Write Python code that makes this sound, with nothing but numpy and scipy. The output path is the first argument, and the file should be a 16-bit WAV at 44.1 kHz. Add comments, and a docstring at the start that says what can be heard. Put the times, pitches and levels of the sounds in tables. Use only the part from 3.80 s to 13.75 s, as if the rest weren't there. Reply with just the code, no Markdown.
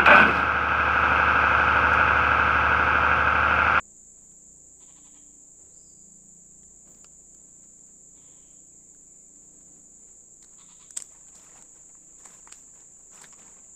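"""A swamp forest. Cicadas shrill without a break, their tymbals pulsing; an engine hums far off.
Birds chatter, rasp and whistle, echoed by the trunks. An angler's sleeve swishes and tackle ticks;
then the angler steps over damp leaf litter, and twigs snap as their fibres tear.
The sound is the same in both ears."""
import sys
import numpy as np
from scipy import signal
from scipy.fft import rfft, irfft
from scipy.io import wavfile

SR = 44100
rng = np.random.default_rng(int(sys.argv[2]) if len(sys.argv) > 2 else 0)


def digitize_waveform(pressure):
    """Quantize a signal to 16-bit integers and store it at the path in sys.argv[1].

    Rows of a 2-D input are taken as channels; values are limited to [-1, 1].
    """
    field = np.atleast_2d(pressure).T
    bounded = np.clip(field, -1, 1)
    quanta = np.round(bounded * 32767).astype(np.int16)
    wavfile.write(sys.argv[1], SR, quanta)


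N = 438794
TIME_S = np.arange(N) / SR

# Far cicadas and their octave overtone. Each row: frequency in Hz, relative density in dB.
SHRILL_SPECTRUM = [(5000, -74), (5600, -26.5), (6100, -21.5), (6450, -9.5), (6850, -1), (7250, 4.5),
                   (7700, -1.5), (8000, -3), (8250, -15), (8750, -21), (9100, -44.5), (10000, -101)]
OCTAVE_SPECTRUM = [(9000, -47), (10500, -22.5), (11700, -0.5), (12700, -4.5), (13900, 7.5), (15500, -4.5)]
# Chorus loudness. Each row: time in seconds, relative level in dB.
CHORUS_CURVE = [(0, -51), (3.0, -51.5), (6.1, -51.5), (9.95, -50)]
# Near cicadas. Each row: tymbal pitch in Hz, width in Hz, level in dB, pulses per second,
# throbs per second, throb depth from 0 to 1.
CICADAS = [(6700, 88, -68.5, 180, 4.4, 0.3), (7050, 66, -62.5, 61, 4, 0.2),
           (7185, 36, -63.5, 160, 3.7, 0.2), (7340, 52, -68.5, 160, 6.3, 0), (7890, 37, -66.5, 76, 21, 0.5)]
# Twigs. 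Each row: time in seconds, knock pitch in Hz, knock, crack and sizzle energies in dB,
# ring pitch in Hz, tearing time in seconds, splinter share.
TWIG_SNAPS = [(7.1072, 2030, -40, -32, -15.5, 4000, 0.00074, 0.14),
              (7.1728, 1440, -25.5, -13.5, -3.5, 3540, 0.0036, 0.52),
              (7.174, 2060, -27, -18.5, -1, 6340, 0.00039, 0.099),
              (7.2026, 1240, -35, -19.5, -15, 2650, 0.0004, 0.4),
              (7.2226, 1700, -34, -41, -9, 5600, 0.00048, 0.08),
              (7.484, 1500, -40, -42, -24, 4700, .0005, 0.66),
              (7.556, 1510, -47, -29, -22, 5000, 0.0045, 0.52),
              (7.596, 1500, -39, -34, -38, 3900, .0006, .4), (7.666, 1280, -32, -44, -34, 3100, .001, 0.76),
              (7.716, 980, -36, -50, -42, 2700, 0.0011, 0.91), (7.756, 895, -31, -47, -36, 2690, .001, .8),
              (7.8242, 1490, -39, -46, -19, 5400, 0.00047, 0.28),
              (8.152, 985, -36, -53, -51, 2700, 0.00061, 0.25),
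              (8.4443, 1890, -50, -38, -41, 3280, 0.00048, 0.66),
              (8.458, 1000, -22, -30, -16, 4700, 0.0038, 0.47),
              (8.674, 1040, -21, -38, -28, 3300, 0.00033, 0.58),
              (8.6952, 1600, -34.5, -44, -43, 2800, 0.00057, 0.75),
              (8.7255, 1710, -29, -21, -13.5, 2640, 0.0031, 0.35),
              (9.005, 1200, -50, -38, -43, 4230, .001, 0.69),
              (9.377, 1300, -30, -42, -41, 3600, 0.0012, 0.51),
              (9.417, 1070, -25.5, -29, -17.5, 5430, 0.00075, 1),
              (9.443, 1800, -20, -32, -29, 4800, 0.004, 0.54),
              (9.5262, 1120, -27, -31, -33, 3060, 0.00024, 0.83),
              (9.62, 1600, -34, -51, -38, 2700, .0008, 0.44),
              (9.679, 1180, -36, -41, -34, 2700, .001, 0.71)]
# Tackle. Each row: time in seconds, knock pitch in Hz, knock, crack and sizzle energies in dB,
# ring pitch in Hz, scraping time in seconds.
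TACKLE_TICKS = [(0.1744, 2000, -70, -54, -35, 5400, .0006), (0.515, 1760, -48, -53, -56, 4020, .001),
                (2.8334, 1750, -46.5, -46, -47, 2750, .001), (3.1485, 1300, -43, -41, -50, 5200, .003),
                (3.245, 1360, -27, -27, -28, 3250, .0006), (3.5476, 1620, -45, -46, -25.5, 5400, 0.0014),
                (3.843, 1520, -56, -47, -37, 5400, .003), (4.07, 1800, -62, -50, -37, 5400, 0.0018),
                (5.1495, 1640, -46, -51, -48, 2960, .0008), (5.559, 2000, -55, -50, -33, 5400, 0.0023),
                (5.831, 2000, -58, -56, -35, 5400, 0.0022), (6.628, 2160, -42, -30.5, -24, 3980, 0.0024),
                (6.647, 1770, -37, -33, -27, 4600, 0.007), (6.693, 2100, -49, -52, -48, 4000, .005)]
# Knock of a snap or tick. Each row: multiple of the knock pitch, relative density in dB.
KNOCK_SPECTRUM = [(.03, -38), (.1, -6), (.3, -2.5), (.6, -10), (.85, 4.5), (1, 8.5), (1.2, 2.5), (1.5, -6),
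                  (2, 5), (2.8, -17), (5, -69.5)]
# Its brighter parts. Each row: frequency in Hz, relative density in dB.
CRACK_SPECTRUM = [(1400, -30.5), (2150, -13.5), (2750, -2), (3400, -4), (4300, 5), (5400, 12.5),
                  (7000, -13.5), (10000, -20)]
SIZZLE_SPECTRUM = [(4000, -29.5), (6300, -5.5), (7500, 4), (8300, -0.5), (9300, -13), (10500, -33),
                   (12300, -24.5), (15000, -38.5)]
# Footfalls, and litter stirring under shifting feet. Each row: start in seconds, length in seconds,
# relative crunch and crackle levels in dB.
FOOTFALLS = [(7.19, 0.061, -82, -65.5), (7.28, 0.25, -72.5, -80), (7.53, 0.11, -66, -66.5),
             (7.61, .2, -64, -72), (7.92, 0.053, -69, -77), (8.37, 0.061, -70.5, -72),
             (8.43, 0.13, -64, -66.5), (8.6, 0.052, -69.5, -79), (8.7, 0.092, -73, -66),
             (8.92, 0.077, -68, -74.5), (9.31, .14, -61.5, -64), (9.56, 0.14, -63, -72),
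             (9.72, 0.078, -71, -86)]
SHUFFLE = [(7.195, 2.75, -77, -100)]
# Damp leaves, dry leaves, soft ground. Each row: frequency in Hz, relative density in dB.
CRUNCH_SPECTRUM = [(60, -35), (150, -12), (450, -1), (900, 3), (1500, -2), (2000, -4), (2700, -6),
                   (3600, -12.5), (5200, -15), (9000, -35)]
CRACKLE_SPECTRUM = [(2000, 8), (4500, -7), (6000, 3.5), (7800, 7), (9000, 0.5), (10200, -11), (15000, -9.5)]
SOIL_SPECTRUM = [(40, -7), (110, -3), (180, 7), (300, -2.5), (500, 1), (800, -9), (1500, -41)]
# Harsh calls. Each row: note starts in seconds, note length in seconds, start and end pitch in Hz,
# arch share, beak factor on the throat frequencies, relative overtone level in dB,
# roughness from 0 to 1, jitter share, relative fundamental level in dB.
CHATTER_CALLS = [([.999, 1.074, 1.153, 1.239, 1.336], .042, 860, 660, .28, 1.03, -66.5, 0.42, .02, -69),
                 ([6.777, 6.88, 6.989], 0.05, 900, 1070, .04, 1.09, -61, 0.5, 0.085, -66)]
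# Bird's throat. Each row: frequency in Hz, relative gain in dB.
THROAT_SPECTRUM = [(500, -36), (800, -25), (1100, 8), (1500, -6.5), (2300, -0.5), (2750, -2), (3350, 6),
                   (3900, -3.5), (4700, -6), (5600, -41)]
# Long scold. Each row: time in seconds, resonance in Hz, relative level in dB.
RASP_CURVE = [(4.35, 3500, -86), (4.365, 3500, -68), (4.39, 3350, -73.5), (4.47, 3120, -67.5),
              (4.52, 3220, -73), (4.57, 3140, -70), (4.65, 3080, -73.5), (4.75, 2940, -74.5),
              (4.79, 2870, -95)]
# Its hiss. Each row: frequency in Hz, relative density in dB.
RASP_SPECTRUM = [(500, -2), (900, 12), (1600, 0), (2300, 8), (3700, -8.5), (4500, -12), (5600, -31)]
# A bird's whistle and a very high squeak, one curve each.
# Each row: time in seconds, pitch in Hz, relative level in dB.
WHISTLE_CURVES = [
    [(1.87, 3720, -84), (1.92, 4200, -79), (1.96, 5020, -71), (2.03, 5080, -69), (2.08, 4800, -70),
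     (2.18, 4850, -82), (2.36, 4800, -85)],
    [(3.06, 14100, -86), (3.09, 14850, -66), (3.11, 15100, -72), (3.14, 14700, -80), (3.16, 14900, -81),
     (3.2, 14300, -88)],
]
# Distant bird. Each row: start in seconds, centre pitch in Hz, relative level in dB.
PIP_NOTES = [(4.89, 2310, -89), (4.96, 2100, -89), (5.04, 2250, -89), (5.25, 2250, -88), (5.31, 2350, -89),
             (5.37, 2150, -89), (5.43, 2300, -93), (6.19, 2200, -85), (6.26, 2400, -92)]
# Sleeve movements. Each row: start in seconds, length in seconds, swish and scratch levels in dB.
SLEEVE_STROKES = [(.33, 0.091, -70.5, -78.5), (1.74, 0.11, -66.5, -77), (2.83, .1, -78, -80.5),
                  (3.02, 0.13, -63, -71.5), (3.5, 0.16, -70, -77.5), (3.78, 0.073, -89, -77),
                  (3.97, 0.066, -84, -80), (4.3, 0.24, -69, -77.5), (5.15, 0.21, -80, -84),
                  (5.52, 0.12, -69, -78), (5.69, 0.13, -70, -76), (5.82, 0.15, -66, -75.5),
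                  (6.15, 0.2, -71, -77.5), (6.6, 0.06, -75, -70)]
# Swishing cloth, scratching weave. Each row: frequency in Hz, relative density in dB.
CLOTH_SPECTRUM = [(100, 3.5), (330, 8.5), (500, 4.5), (700, -1.5), (1000, -13), (1500, -48.5), (3000, -32),
                  (7000, -46)]
WEAVE_SPECTRUM = [(400, -2.5), (900, 9), (2600, -1.5), (4500, -5), (9000, -30), (15000, -14)]
# Loudest engine orders, keyed by multiple of the firing rate.
# Each row: time in seconds, relative level in dB.
LOUD_ORDER_CURVES = {6: [(0.0, -88), (0.58, -68), (1.05, -75), (1.13, -68.5), (1.63, -76.5), (2.41, -64),
                     (2.94, -69), (5.57, -72.5), (5.93, -66), (6.54, -88), (6.85, -65), (7.06, -71.5),
                     (7.12, -87), (7.37, -73.5), (9.89, -79.5), (9.95, -76)], 7: [(0.0, -67), (0.75, -70.5),
                     (0.8, -85), (1.33, -69), (1.94, -80), (2.27, -64.5), (3.18, -72), (3.32, -82),
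                     (3.43, -74), (4.02, -69.5), (4.65, -78.5), (5.15, -69), (5.27, -74), (6.15, -69.5),
                     (8.12, -81), (9.95, -72.5)], 10: [(0.0, -78), (0.41, -76.5), (1.5, -65), (1.99, -84),
                     (2.05, -71.5), (3.32, -80), (3.41, -72.5), (5.32, -72.5), (5.46, -86), (5.51, -67.5),
                     (6.15, -71), (6.34, -78), (7.81, -73), (9.95, -83)]}
# Weaker orders. Each row: multiple of the firing rate, mean level in dB.
WEAK_ORDERS = [(1, -73.5), (2, -74.5), (3, -80), (4, -85.5), (5, -76.5), (8, -81), (9, -80.5), (11, -79.5),
               (12, -95.5), (13, -81.5), (17, -86.5), (22, -90), (23, -95.5), (28, -92)]
# Still forest air. Each row: frequency in Hz, relative density in dB.
AIR_SPECTRUM = [(15, 15.5), (45, -0.5), (110, 2), (250, 1), (450, 4), (800, -5), (1400, -14.5), (2300, -16),
                (3300, -21.5), (5500, -19), (9000, -55)]
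# Echo among the trunks. Each row: frequency in Hz, time to fall 60 dB in seconds.
FOREST_T60 = [(200, .2), (1000, 0.2), (2300, 0.65), (3400, 0.62), (5000, 0.51), (8000, 0.29), (15000, 0.44)]


def gain_of(db):
    """Decibels to amplitude."""
    return 10 ** (np.asarray(db) / 20)


def unit_rms(x):
    """Scales to rms 1."""
    return x / np.sqrt(np.mean(x ** 2) + 1e-20)


def lookup(table, hz):
    """Interpolates a table on a log-frequency axis."""
    table_hz, values = np.transpose(table)
    return np.interp(np.log(hz + 1), np.log(table_hz + 1), values)


def curves(rows, t=TIME_S):
    """Each column of a curve table at times t."""
    times_s, *columns = np.transpose(rows)
    return [np.interp(t, times_s, column) for column in columns]


def drift(rate_hz):
    """Random wander of rms 1, up to about rate_hz."""
    t = np.linspace(0, TIME_S[-1], 16384)
    hz = np.fft.rfftfreq(len(t), t[1])
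    lowpass = np.exp(-(hz / rate_hz) ** 2) * (hz > 0)
    return np.interp(TIME_S, t, unit_rms(irfft(rfft(rng.standard_normal(len(t))) * lowpass)))


def coloured(x, spectrum):
    """Filters by a spectrum, to rms 1."""
    hz = np.fft.rfftfreq(N, 1 / SR)
    return unit_rms(irfft(rfft(x) * gain_of(lookup(spectrum, hz)), N))


def impulse(spectrum, size=1024):
    """Causal impulse response of a spectrum, energy 1."""
    log_gain = np.log(gain_of(lookup(spectrum, abs(np.fft.fftfreq(size, 1 / SR)))))
    response = np.fft.ifft(np.exp(np.conj(signal.hilbert(log_gain)))).real
    return response / np.linalg.norm(response)


def resonate(x, hz, width_hz):
    """Two equal poles, gain 1; hz may glide."""
    carrier = np.exp(2j * np.pi * np.cumsum(hz * np.ones(len(x))) / SR)
    r = np.exp(-np.pi * width_hz / SR)
    return 2 * (carrier * signal.lfilter([(1 - r) ** 2], [1, -2 * r, r ** 2], x / carrier)).real


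def strokes(rows, rise_s, fall_s):
    """One envelope per level column: each movement builds, holds and dies away."""
    powers = np.zeros((2, N))
    for start_s, length_s, *levels_db in rows:
        t = np.arange(0, length_s + 6 * fall_s, 1 / SR)
        shape = np.minimum(t / rise_s, 1) * np.exp(-np.maximum(t - length_s, 0) / fall_s)
        for power, db in zip(powers, levels_db):
            add(power, start_s, (gain_of(db) * shape) ** 2)
    return np.sqrt(powers)


def add(mix, start_s, sound):
    """Mixes a sound in at start_s."""
    part = mix[max(round(start_s * SR), 0):][:len(sound)]
    part += sound[:len(part)]


def cicada_chorus(trim_db=-0.44, octave_db=-82.5, swell_db=0.02, click_db=-14, clicks_per_s=60):
    """Countless far cicadas blur into a shrill band and a faint octave; single tymbal clicks stick out."""
    level_db, = curves(CHORUS_CURVE)
    clicks = unit_rms(rng.choice([-1, 1], N) * (rng.random(N) < clicks_per_s / SR))
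    tymbals = rng.standard_normal(N) + gain_of(click_db) * clicks
    shrill = gain_of(level_db + trim_db) * coloured(tymbals, SHRILL_SPECTRUM)
    octave = gain_of(octave_db) * coloured(rng.standard_normal(N), OCTAVE_SPECTRUM)
    return (shrill + octave) * gain_of(swell_db * drift(8.5))


def near_cicadas(jitter=0.0039, decay_periods=0.49):
    """Each buckling of a tymbal excites its resonance; the pulses come in throbs."""
    out = np.zeros(N)
    for hz, width_hz, db, pulse_hz, throb_hz, depth in CICADAS:
        clock_s = np.cumsum(1 + jitter * drift(2.4)) / SR + rng.random()
        pulses = np.exp(-(clock_s * pulse_hz % 1) / decay_periods) * rng.standard_normal(N)
        throb = 1 + depth * np.sin(2 * np.pi * throb_hz * clock_s)
        out += gain_of(db) * unit_rms(resonate(pulses * throb, hz, width_hz))
    return out


def snaps(rows, fibre_share=2.05, break_s=0.00091, splinter_s=0.011, splinters_per_s=1500, ring_s=0.0005):
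    """Fibres tear up to the break, then splinters let go; each piece rings briefly at its own pitch."""
    out = np.zeros(N)
    t = TIME_S[:2560] - TIME_S[512]  # zero at the break
    crack, sizzle = impulse(CRACK_SPECTRUM), impulse(SIZZLE_SPECTRUM)
    ping_t = TIME_S[:len(crack)]
    for at_s, knock_hz, knock_db, crack_db, sizzle_db, ring_hz, tear_s, splinter_share in rows:
        fibres, splinters = rng.standard_normal((2, len(t)))
        tear = unit_rms(fibres * np.exp(-abs(t) / np.where(t < 0, tear_s, break_s)))
        loose = (rng.random(len(t)) < splinters_per_s / SR) & (t > break_s)
        debris = unit_rms(splinters * loose * np.exp(-abs(t) / splinter_s))
        force = unit_rms(unit_rms(t == 0) + fibre_share * tear) + splinter_share * debris
        knock = impulse([(knock_hz * ratio, db) for ratio, db in KNOCK_SPECTRUM])
        ping = np.sin(2 * np.pi * ring_hz * ping_t) * np.exp(-ping_t / ring_s)
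        ringing_crack = unit_rms(crack) + unit_rms(ping)
        for db, response in [(knock_db, knock), (crack_db, ringing_crack), (sizzle_db, sizzle)]:
            sound = signal.fftconvolve(force, response)
            add(out, at_s + t[0], gain_of(db) * sound / np.linalg.norm(sound))
    return out


def tackle(debris_share=0.25):
    """Tackle scrapes, ticks and rings, with the same shape as a snap."""
    return snaps([(*row, debris_share) for row in TACKLE_TICKS])


def grains(per_s, spread_db, decay_cycles, low_hz, high_hz, pitches=40, candidates=80000):
    """Random tiny fractures, each ringing briefly, a few much louder than the rest."""
    out, t = np.zeros(N), TIME_S[:1024]
    onsets = rng.integers(0, N, candidates)
    sizes = gain_of(spread_db * np.minimum(rng.exponential(1, candidates), 3))
    sizes *= rng.choice([-1, 1], candidates)
    sizes *= rng.random(candidates) < per_s * TIME_S[-1] / candidates
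    for k, hz in enumerate(np.linspace(low_hz, high_hz, pitches)):
        ping = unit_rms(np.exp(-t * hz / decay_cycles) * np.sin(2 * np.pi * hz * t))
        fractures = np.bincount(onsets[k::pitches], sizes[k::pitches], N)
        out += signal.oaconvolve(fractures, ping)[:N]
    return out


def footsteps(thud_db=-2, crunch_db=3, crackle_db=6):
    """Soft ground thuds; leaves give way in clumps: damp ones crunch, dry ones crackle."""
    on_damp, on_dry = strokes(FOOTFALLS + SHUFFLE, rise_s=0.035, fall_s=0.045)
    damp = grains(per_s=4500, spread_db=2.6, decay_cycles=5, low_hz=500, high_hz=6000)
    dry = grains(per_s=2600, spread_db=2.8, decay_cycles=9, low_hz=3500, high_hz=15000)
    crunch = gain_of(crunch_db) * on_damp * coloured(damp, CRUNCH_SPECTRUM)
    crackle = gain_of(crackle_db) * on_dry * coloured(dry, CRACKLE_SPECTRUM)
    clumps = unit_rms(gain_of(2.2 * drift(45)))
    soil = grains(per_s=400, spread_db=2.5, decay_cycles=1, low_hz=130, high_hz=520)
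    thud = gain_of(thud_db) * on_damp * coloured(soil, SOIL_SPECTRUM)
    return thud + clumps * (crunch + crackle)


def bird_chatter(beak_spread=0.025, swell=0.9, hiss_gain=3.0, arch_skew=0.9):
    """Arching notes, harsh overtones on a clear fundamental; the beak opens differently each time."""
    out, unsteady = np.zeros(N), drift(260)
    for starts_s, length_s, from_hz, to_hz, arch, beak, upper_db, rough, jitter, tone_db in CHATTER_CALLS:
        n = round(length_s * SR)
        progress = np.linspace(0, 1, n)
        bow = np.sin(np.pi * progress ** arch_skew)
        hz = (from_hz + (to_hz - from_hz) * progress) * (1 + arch * bow)
        harsh = np.clip(rough * (0.5 + bow), 0, 1)
        envelope = unit_rms(1 + swell * progress ** 2) * signal.windows.tukey(n, 0.3)
        for start_s in starts_s:
            opening = beak * (1 + beak_spread * rng.standard_normal())
            throat = impulse([(f * opening, db) for f, db in THROAT_SPECTRUM])
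            turns = np.cumsum(hz * (1 + jitter * unsteady[round(start_s * SR):][:n])) / SR
            pulses = sum(np.cos(2 * np.pi * k * turns) / k ** 0.19 for k in range(2, 6))
            drive = (1 - harsh) * unit_rms(pulses) + hiss_gain * harsh * rng.standard_normal(n)
            overtones = gain_of(upper_db) * unit_rms(signal.fftconvolve(drive, throat)[:n])
            fundamental = gain_of(tone_db) * unit_rms(np.cos(2 * np.pi * turns))
            add(out, start_s, (overtones + fundamental) * envelope)
    return out


def bird_rasp(width_hz=700, ring_db=-3.5, hiss_db=-3.0, rattle_db=1.5):
    """One long scold: rattling hiss through a resonance that sinks as the beak closes."""
    out, t = np.zeros(N), np.arange(RASP_CURVE[0][0], RASP_CURVE[-1][0], 1 / SR)
    hz, db = curves(RASP_CURVE, t)
    puffs = (rng.standard_normal(N) * gain_of(rattle_db * drift(83)))[:len(t)]
    ringing = gain_of(ring_db) * unit_rms(resonate(puffs, hz, width_hz))
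    hiss = gain_of(hiss_db) * unit_rms(signal.fftconvolve(puffs, impulse(RASP_SPECTRUM))[:len(t)])
    add(out, t[0], gain_of(db) * (ringing + hiss))
    return out


def whistles(trills_per_s=85, trill_depth_hz=214, jitter=0.16):
    """Thin gliding tones, made buzzy by a fast trill."""
    out = np.zeros(N)
    for rows in WHISTLE_CURVES:
        t = np.arange(rows[0][0], rows[-1][0], 1 / SR)
        hz, db = curves(rows, t)
        trill_turns = np.cumsum(trills_per_s * (1 + jitter * drift(30)[:len(t)])) / SR
        turns = np.cumsum(hz + trill_depth_hz * np.sin(2 * np.pi * trill_turns)) / SR
        add(out, t[0], gain_of(db) * np.sin(2 * np.pi * turns) * signal.windows.tukey(len(t), 0.1))
    return out


def bird_pips(length_s=0.079, sink=0.11, jitter=0.054):
    """A distant bird's short notes, each sinking a little."""
    out, t, unsteady = np.zeros(N), np.arange(0, length_s, 1 / SR), drift(200)
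    for start_s, centre_hz, db in PIP_NOTES:
        waver = jitter * unsteady[round(start_s * SR):][:len(t)]
        hz = centre_hz * (1 + sink * (0.5 - t / length_s) + waver)
        note = np.sin(2 * np.pi * np.cumsum(hz) / SR) * np.hanning(len(t))
        add(out, start_s, gain_of(db) * unit_rms(note))
    return out


def sleeve(fold_db=3):
    """Cloth swishes softly and scratches as its folds catch."""
    swishing, scratching = strokes(SLEEVE_STROKES, rise_s=0.06, fall_s=0.15)
    swish = coloured(rng.standard_normal(N), CLOTH_SPECTRUM)
    scratch = coloured(rng.standard_normal(N) ** 3, WEAVE_SPECTRUM)
    folds = unit_rms(gain_of(fold_db * drift(23)))
    return swishing * swish + scratching * scratch * folds


def engine(firing_hz=29.17, speed_wander=0.00421, wander_rad=0.3, recede_db_per_s=0.26,
           weak_waver_db=2.9, loud_waver_db=1.5, loud_trim_db=-0.64):
    """Orders of a slow far engine waver on their way through the trees; the weaker ones slowly recede."""
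    turns = np.cumsum(firing_hz * (1 + speed_wander * drift(1.62))) / SR
    recede_db = recede_db_per_s * (TIME_S - TIME_S.mean())
    orders = [(k, db - recede_db + weak_waver_db * drift(5.6)) for k, db in WEAK_ORDERS]
    for k, rows in LOUD_ORDER_CURVES.items():
        orders.append((k, curves(rows)[0] + loud_trim_db + loud_waver_db * drift(12.0)))
    hum = np.zeros(N)
    for k, db in orders:
        phase_rad = 2 * np.pi * (k * turns + rng.random()) + wander_rad * drift(4.3)
        hum += np.sqrt(2) * gain_of(db) * np.sin(phase_rad)
    return hum


def forest_air(level_db=-67.5):
    """The low, steady wash of the forest."""
    return gain_of(level_db) * coloured(rng.standard_normal(N), AIR_SPECTRUM)


def forest_echo(x, echoes_per_s=2500, first_echo_s=0.006):
    """Trunks scatter the sound; each band dies at its own speed."""
    taps = rng.standard_normal(SR) * (rng.random(SR) < echoes_per_s / SR) * (TIME_S[:SR] > first_echo_s)
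    hz, t, bands = signal.stft(taps, SR, nperseg=256)
    decay = gain_of(-60 * t / lookup(FOREST_T60, hz)[:, None])
    _, tail = signal.istft(bands * decay, SR, nperseg=256)
    return signal.oaconvolve(x, tail / np.linalg.norm(tail))[:N]


def scene(angler_echo_db=-25, bird_direct_db=-1, bird_echo_db=-3, whistle_direct_db=-7):
    """The near angler is almost dry; the birds carry the forest's echo."""
    angler = footsteps() + tackle() + snaps(TWIG_SNAPS)
    birds = bird_chatter() + bird_rasp() + bird_pips()
    whistling = whistles()
    direct = angler + gain_of(bird_direct_db) * birds + gain_of(whistle_direct_db) * whistling
    echoes = forest_echo(gain_of(angler_echo_db) * angler + gain_of(bird_echo_db) * birds + whistling)
    mono = cicada_chorus() + near_cicadas() + engine() + forest_air() + sleeve() + direct + echoes
    return np.array([mono, mono])


def record(dry):
    """Steep low-pass at 15.6 kHz."""
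    lowpass = signal.firwin(511, 15600, window=("kaiser", 9), fs=SR)
    return signal.oaconvolve(dry, lowpass[None], "same")


dry = scene()
out = record(dry)
digitize_waveform(out)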